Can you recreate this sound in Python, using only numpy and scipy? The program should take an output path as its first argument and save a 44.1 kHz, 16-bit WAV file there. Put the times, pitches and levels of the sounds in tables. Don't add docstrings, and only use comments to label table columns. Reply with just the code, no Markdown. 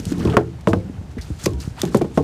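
import sys
import numpy as np
from scipy import signal
from scipy.fft import rfft, irfft
from scipy.io import wavfile

SR = 44100
rng = np.random.default_rng(int(sys.argv[2]) if len(sys.argv) > 2 else 0)


def gain_from_db(level_db):
    decades = np.asarray(level_db, float) / 20
    return 10 ** decades


def wav_out(sig):
    wavfile.write(sys.argv[1], SR, np.round(np.clip(np.atleast_2d(sig).T, -1, 1) * 32767).astype(np.int16))


N = 98431

# start_s [s], shell_db [dB], deck_db [dB], crack_db [dB], crack_hz [Hz]
KNOCKS = [(0.250, -24.5, -10, -37, 1360), (.273, -29, -21, -35, 1290), (0.3687, -20, -12.5, 2.5, 1130),
          (0.6725, -16.5, -13.5, -7.5, 1060), (0.7325, -20, -18.5, -9, 1254),
          (1.4615, -23.5, -13.5, -24, 1310), (1.834, -25.5, -20, -20, 317),
          (1.9457, -16.5, -14.5, -12, 1077), (2.0125, -24.5, -43, -25, 1130), (2.043, -29, -19, -44, 1070),
          (2.175, -15, -15, -12, 800), (2.197, -49, -22, -53, 890)]
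# pitch_hz [Hz], level_db [dB], t60_s [s]
SHELL = [(150, -6.5, 0.65), (244.4, 8.5, 0.039), (285.6, -7.5, 0.6), (334, -2, 0.34), (398.2, 0, 0.24),
         (451.4, -2.5, 0.31), (571.7, -1, 0.13), (682, -10.5, 0.14), (840, -8, 0.18), (1060, -10, 0.15),
         (1250, -19, 0.095)]
# pitch_hz [Hz], level_db [dB], t60_s [s]
DECK = [(58.5, -63, 0.12), (79, -17.5, 0.82), (90, -21.5, 0.82), (124.2, -13.5, 1), (178, -7.5, 0.45),
        (203.7, 1.5, 0.036), (240.4, -11.5, 0.36), (361, -20.5, 0.13), (567, -40, 0.072)]


def rms_one(x):
    return x / np.sqrt(np.mean(x ** 2) + 1e-20)


def in_time(rows):
    s, *columns = np.transpose(rows)
    return [np.interp(np.arange(N) / SR, s, column) for column in columns]


def at_hz(points, hz):
    point_hz, point_db = np.transpose(points)
    return np.interp(np.log(hz), np.log(point_hz), point_db)


def drift(rate):
    knots = rng.standard_normal(N // 100)
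    return np.interp(np.arange(N) / SR * rate, np.arange(len(knots)), knots)


def ring(clicks, hz, t60):
    radius = gain_from_db(-60 / (t60 * SR))
    angle = 2 * np.pi * hz / SR
    poles = [1, -2 * radius * np.cos(angle), radius * radius]
    return signal.lfilter([0, np.sin(angle)], poles, clicks + 1e-18)


def band(x, hz, octaves, order=2):
    edges = np.clip(hz * 2 ** (octaves * np.array([-.5, .5])), 10, SR / 2.1)
    return signal.sosfilt(signal.butter(order, edges, "band", fs=SR, output="sos"), x)


def low(x, hz):
    return signal.sosfilt(signal.butter(2, hz, fs=SR, output="sos"), x)


def sine(hz, t):
    return np.sin(2 * np.pi * hz * t)


def fade(t60, size):
    return gain_from_db(-60 * np.arange(size) / SR / t60)


def add(out, s, x):
    i = int(s * SR)
    out[i:i + len(x)] += x[:N - i]


def grains(rate, spread_db):
    sizes = gain_from_db(spread_db * np.minimum(rng.exponential(1, N), 4)) * rng.choice([-1, 1], N)
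    return sizes * (rng.random(N) < rate / SR)


def air():
    air_spectrum = [(15, -19), (25, 10.5), (80, 6), (212, -6.5), (427, -17), (840, -19.5), (1040, -26),
                    (7310, -39.5), (16000, -55)]
    hz = np.maximum(np.arange(N // 2 + 1) * SR / N, 1)
    noise = rfft(rng.standard_normal(N))
    return gain_from_db(-33.5) * rms_one(irfft(noise * gain_from_db(at_hz(air_spectrum, hz)), N))


def drag():
    drag_moves = [(0, -38.5, -58), (.17, -28.5, -46), (.26, -23.5, -39), (.355, -27.5, -42),
                  (.385, -59, -59.5), (.66, -60, -54.5), (.85, -49, -56.5), (1.7, -56, -59.5),
                  (1.8, -51.5, -44), (1.89, -37, -51.5), (2.23, -71, -61)]
    slips = low(grains(500, 1.2), 375)
    shell = sum(gain_from_db(db) * ring(slips, hz, t60 / 2) for hz, db, t60 in SHELL)
    deck = sum(gain_from_db(db) * ring(slips, hz, t60) for hz, db, t60 in DECK)
    grit = sum(ring(grains(300, 4.5), hz, 22 / hz) for hz in np.geomspace(750, 3000, 9))
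    grit = grit * gain_from_db(3 * drift(60))
    weight_db, grit_db = in_time(drag_moves)
    rub = rms_one(shell) + gain_from_db(1.5) * rms_one(deck)
    return gain_from_db(weight_db) * rub + gain_from_db(grit_db) * rms_one(grit)


def brush():
    # peak_s [s], rise_s [s per 20 dB], fall_t60_s [s], level_db [dB]
    strokes = [(.0, .01, 0.025, -28.5), (.09, 0.3, 0.47, -43), (0.124, 0.066, 0.052, -38),
               (0.201, 0.068, 0.57, -40.5), (.3, 0.014, 0.6, -46.5), (0.686, 0.015, 0.17, -37),
               (.74, .01, 0.48, -50), (1.115, 0.022, 0.1, -51.5), (1.224, 0.018, 0.83, -46),
               (1.4, 0.027, 0.11, -43), (1.441, 0.058, 0.31, -36.5), (1.614, 0.028, 0.39, -40),
               (1.8, 0.044, 0.35, -40), (1.834, 0.031, 0.11, -40), (1.868, 0.023, 0.22, -41.5),
               (1.962, 0.067, 0.2, -37.5), (2.02, .01, 0.48, -51.5), (2.171, 0.069, 0.44, -44.5)]
    # pitch_hz [Hz], level_db [dB per Hz]
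    fibre_spectrum = [(710, -37), (1200, 7.5), (1680, 5.5), (2000, -4), (3870, 3.5), (8170, 0),
                      (12900, -17), (16000, -12)]
    rest_db, fibres_per_s, spread_db, fibre_cycles, flicker_db = -63.5, 5300, 0.5, 11.4, -0.5
    t = np.arange(N) / SR
    power = gain_from_db(rest_db) ** 2
    for s, rise, fall, db in strokes:
        drop_db = np.where(t < s, 20 * (s - t) / rise, 60 * (t - s) / fall)
        power = power + gain_from_db(db - drop_db) ** 2

    clicks = grains(fibres_per_s, spread_db)
    dealt = rng.integers(0, 24, N)
    out = np.zeros(N)
    for k, hz in enumerate(np.geomspace(1300, 15500, 24)):
        gain = gain_from_db(at_hz(fibre_spectrum, hz) + 1.9 * drift(23.76)) * np.sqrt(hz)
        out += gain * rms_one(ring(clicks * (dealt == k), hz, fibre_cycles / hz))
    return np.sqrt(power) * gain_from_db(flicker_db * drift(99)) * rms_one(out)


def ticks():
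    tick_events = [(0.0529, -19, 4860, 0.02), (0.182, -31, 7960, 0.02), (0.2503, -23, 3440, 0.032),
                   (0.272, -23.5, 2700, 0.035), (0.298, -26, 3150, 0.09), (0.609, -36, 4470, 0.025),
                   (1.181, -28, 1870, 0.091), (1.2113, -29, 4840, 0.11), (1.4382, -19, 6700, 0.063),
                   (1.4581, -8, 5300, 0.032), (1.534, -32, 4000, 0.016), (1.602, -26, 5100, 0.062),
                   (1.791, -39, 4000, 0.028), (1.8167, -7.5, 4100, 0.014), (1.8526, -8.5, 4270, 0.005),
                   (1.921, -30, 1100, 0.032), (1.946, -17.5, 5900, 0.029), (1.971, -20, 7140, 0.026),
                   (2.016, -24, 3570, 0.027), (2.174, -27, 6040, 0.046)]
    size = 5000
    out = np.zeros(N)
    for s, db, hz, t60 in tick_events:
        noise = rng.standard_normal((2, size))
        octaves = np.clip(.22 * (0.046 / t60) ** 2.1, .3, 1.5)
        crackle = rms_one(band(noise[0] * np.abs(noise[1]), hz, octaves, order=1)) * fade(t60, size)
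        snap_t60 = np.minimum(.008 * 5000 / hz, t60)
        snap = rms_one(band(noise[1], hz, 1.8)) * fade(snap_t60, size)
        snap_gain = gain_from_db(4.) * min(1, hz / 4000) ** 3
        onset = 1 - fade(0.0051, size)
        add(out, s, gain_from_db(db - 7.5) * (crackle + snap_gain * snap) * onset)
    return out


def bumps():
    bump_events = [(0.067, -1.5, 147, 0.013), (0.076, -16.5, 85, 0.079), (.119, -7.5, 297, 0.043),
                   (0.229, -11, 245, 0.022), (0.706, -7, 103, 0.095), (0.765, -12, 95, 0.14),
                   (0.897, -13.5, 250, 0.029), (0.944, -20, 107, 0.061), (0.983, -10, 87, 0.044),
                   (1.013, -10.5, 154, 0.017), (1.169, -17, 240, 0.072), (1.182, -4, 62, 0.037),
                   (1.303, -5.5, 173, 0.018), (1.308, -11.5, 78, 0.09), (1.44, -16, 142, 0.048),
                   (1.492, -13, 100, 0.12), (1.534, -13, 67.2, 0.22), (1.646, -25, 114, 0.05),
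                   (1.676, 2, 134, 0.012), (1.89, -24, 111, 0.078), (0.373, -19, 334, 0.4),
                   (1.535, -45.5, 957, 0.38), (1.4635, -16, 518, 0.063), (1.464, -15, 329, 0.11),
                   (1.835, -16.5, 175.5, 0.21), (1.176, -24.5, 438, 0.042), (1.307, -21.5, 303, 0.051),
                   (.775, -30.5, 518, 0.28), (2.177, -19.5, 1080, 0.049)]
    size = 12000
    out, t = np.zeros(N), np.arange(size) / SR
    for s, db, hz, t60 in bump_events:
        onset = 1 - np.exp(-3.5 * hz * t)
        add(out, s, gain_from_db(db) * sine(hz, t) * fade(t60, size) * onset)
    return out


def rings():
    ring_events = [(.203, -29.5, 1140, 0.073), (.21, -30.5, 1595, 0.17), (.248, -27, 1068, 0.13),
                   (0.252, -11.5, 323, 0.079), (0.271, -42, 1150, .08), (.272, -27.5, 895, 0.14),
                   (.275, -11, 331, 0.086), (.305, -38, 880, 0.047), (0.333, -21.5, 1265, .1),
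                   (.333, -24, 690, .12), (.343, -12.5, 425, 0.12), (.368, 2.5, 203, 0.026),
                   (.374, -9.5, 446, 0.088), (0.384, -30.5, 1380, 0.18), (.6725, 0.5, 193, 0.058),
                   (.674, -15, 454, 0.16), (.682, -9.5, 328, 0.16), (.678, -21.5, 662, 0.25),
                   (.7335, -13, 472, 0.097), (.734, -14, 666, 0.041), (.741, -17, 319, 0.087),
                   (.768, -18, 193, 0.094), (.85, -25.5, 190.4, 0.27), (.785, -49, 2240, 0.23),
                   (1.436, -32, 1670, 0.018), (1.45714, -15, 2200, .003), (1.45918, -7, 2200, .003),
                   (1.46122, -6, 2200, .003), (1.471, -26, 2560, .025), (1.785, -36, 1500, .03),
                   (1.791, -23, 2980, 0.024), (1.798, -29, 1070, 0.033), (1.825, -29, 1090, 0.036),
                   (1.834, -16, 380, 0.02), (1.868, -29.5, 1720, 0.045), (1.947, -2.5, 468, 0.028),
                   (1.9477, -4.5, 205, 0.075), (1.958, -14, 390, 0.095), (1.951, -32, 1780, 0.045),
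                   (0, -12.5, 260, 0.022), (1.968, -32, 722, 0.055), (2.013, -7.5, 420, 0.048),
                   (2.021, -3.5, 348, 0.037), (2.016, -11.5, 658, 0.032), (2.016, -31, 2340, 0.043),
                   (2.043, -27, 1045, 0.056), (2.177, -12, 266.3, 0.16), (2.177, -26, 438, 0.068),
                   (2.177, -7.5, 630, 0.045), (2.177, -16, 900, 0.059)]
    size = 9000
    out, t = np.zeros(N), np.arange(size) / SR
    for s, db, hz, t60 in ring_events:
        rough = np.clip(hz / 600 - 1, 0, .8) * (t60 * hz > 20)
        scrape = rms_one(band(rng.standard_normal(size), hz, .17, order=1))
        tone = np.sqrt(1 - rough) * sine(hz, t) + np.sqrt(rough / 2) * scrape
        swell = 1 - np.exp(-t / (.3 / hz + rough * .06 * t60))
        add(out, s, gain_from_db(db) * tone * fade(t60, size) * swell)
    return out


def body(modes, column):
    bend_spread, pair_split, strike_spread_db, lag_cycles = 0.018, 0.0498, 5.5, 0.25
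    out, t = np.zeros(N), np.arange(16000) / SR
    hz, db, t60 = np.transpose(modes)[:, :, None]
    signs = (-1.) ** np.arange(len(modes))[:, None]
    late = np.maximum(t - lag_cycles / hz, 0)
    decay = gain_from_db(-60 * late / t60)
    for row in KNOCKS:
        luck = rng.standard_normal((5, len(modes), 1))
        pitch = hz * (1 + bend_spread * luck[0])
        cluster = 0
        for side in (-1, 0, 1):
            split = 1 + pair_split * side * (1 + 0.48 * luck[3 + side])
            cluster = cluster + sine(pitch * split, late) * (.6 if side else 1)
        gain = signs * gain_from_db(row[column] + db - 6.5 + strike_spread_db * luck[1])
        add(out, row[0], np.sum(gain * cluster * decay, axis=0))
    return out


def cracks():
    pulse_db, pulse_cycles, sweep_cycles = -0.5, 9.4, 1.22
    clack_t60_s, contact_s, edge_db = 0.019, 0.0015, -19
    size = 8000
    out, t = np.zeros(N), np.arange(size) / SR
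    for s, shell_db, deck_db, db, hz in KNOCKS:
        noise = rng.standard_normal((2, size))
        sweep = np.sin(4 * np.pi * sweep_cycles * np.log1p(hz * t / sweep_cycles))
        pulse = gain_from_db(pulse_db) * sweep * fade(pulse_cycles / hz, size)
        edge = gain_from_db(edge_db) * rms_one(band(noise[1], 2200, 1.24, order=1))
        clack = sine(hz, t) + 0.45 * sine(1.233 * hz, t) + 0.14 * sine(1.6 * hz, t) + edge
        hit = (pulse + clack * fade(clack_t60_s, size)) * (1 - fade(contact_s, size))

        tail = np.zeros(size)
        for k in range(5):
            level_db = -5.5 * k - 12 * (k == 0)
            hiss = rms_one(band(noise[k % 2], 300 * 2 ** k, 0.78))
            tail += gain_from_db(level_db) * hiss * fade(0.22 * 2 ** (-0.85 * k), size)
        tail_gain = gain_from_db(shell_db - 9.5) + gain_from_db(db - 8.5)
        add(out, s, gain_from_db(db) * hit + tail_gain * tail * (1 - fade(0.0045, size)))
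    return out


def scene():
    surroundings = air() + drag() + brush() + ticks()
    contacts = bumps() + rings() + cracks()
    knocks = body(SHELL, column=1) + body(DECK, column=2)
    return (surroundings + contacts + knocks)[None]


def low_pass(x):
    return signal.sosfilt(signal.butter(12, 16450, fs=SR, output="sos"), x)


def record(dry):
    ceiling = 1.03
    x = signal.sosfilt(signal.butter(4, 57., "high", fs=SR, output="sos"), dry)
    x = x / (1 + np.abs(x / ceiling) ** 6) ** (1 / 6)
    x = signal.sosfilt(signal.cheby2(12, 60, 16200, fs=SR, output="sos"), x)
    return low_pass(x)


dry = scene()
out = record(dry)
wav_out(out)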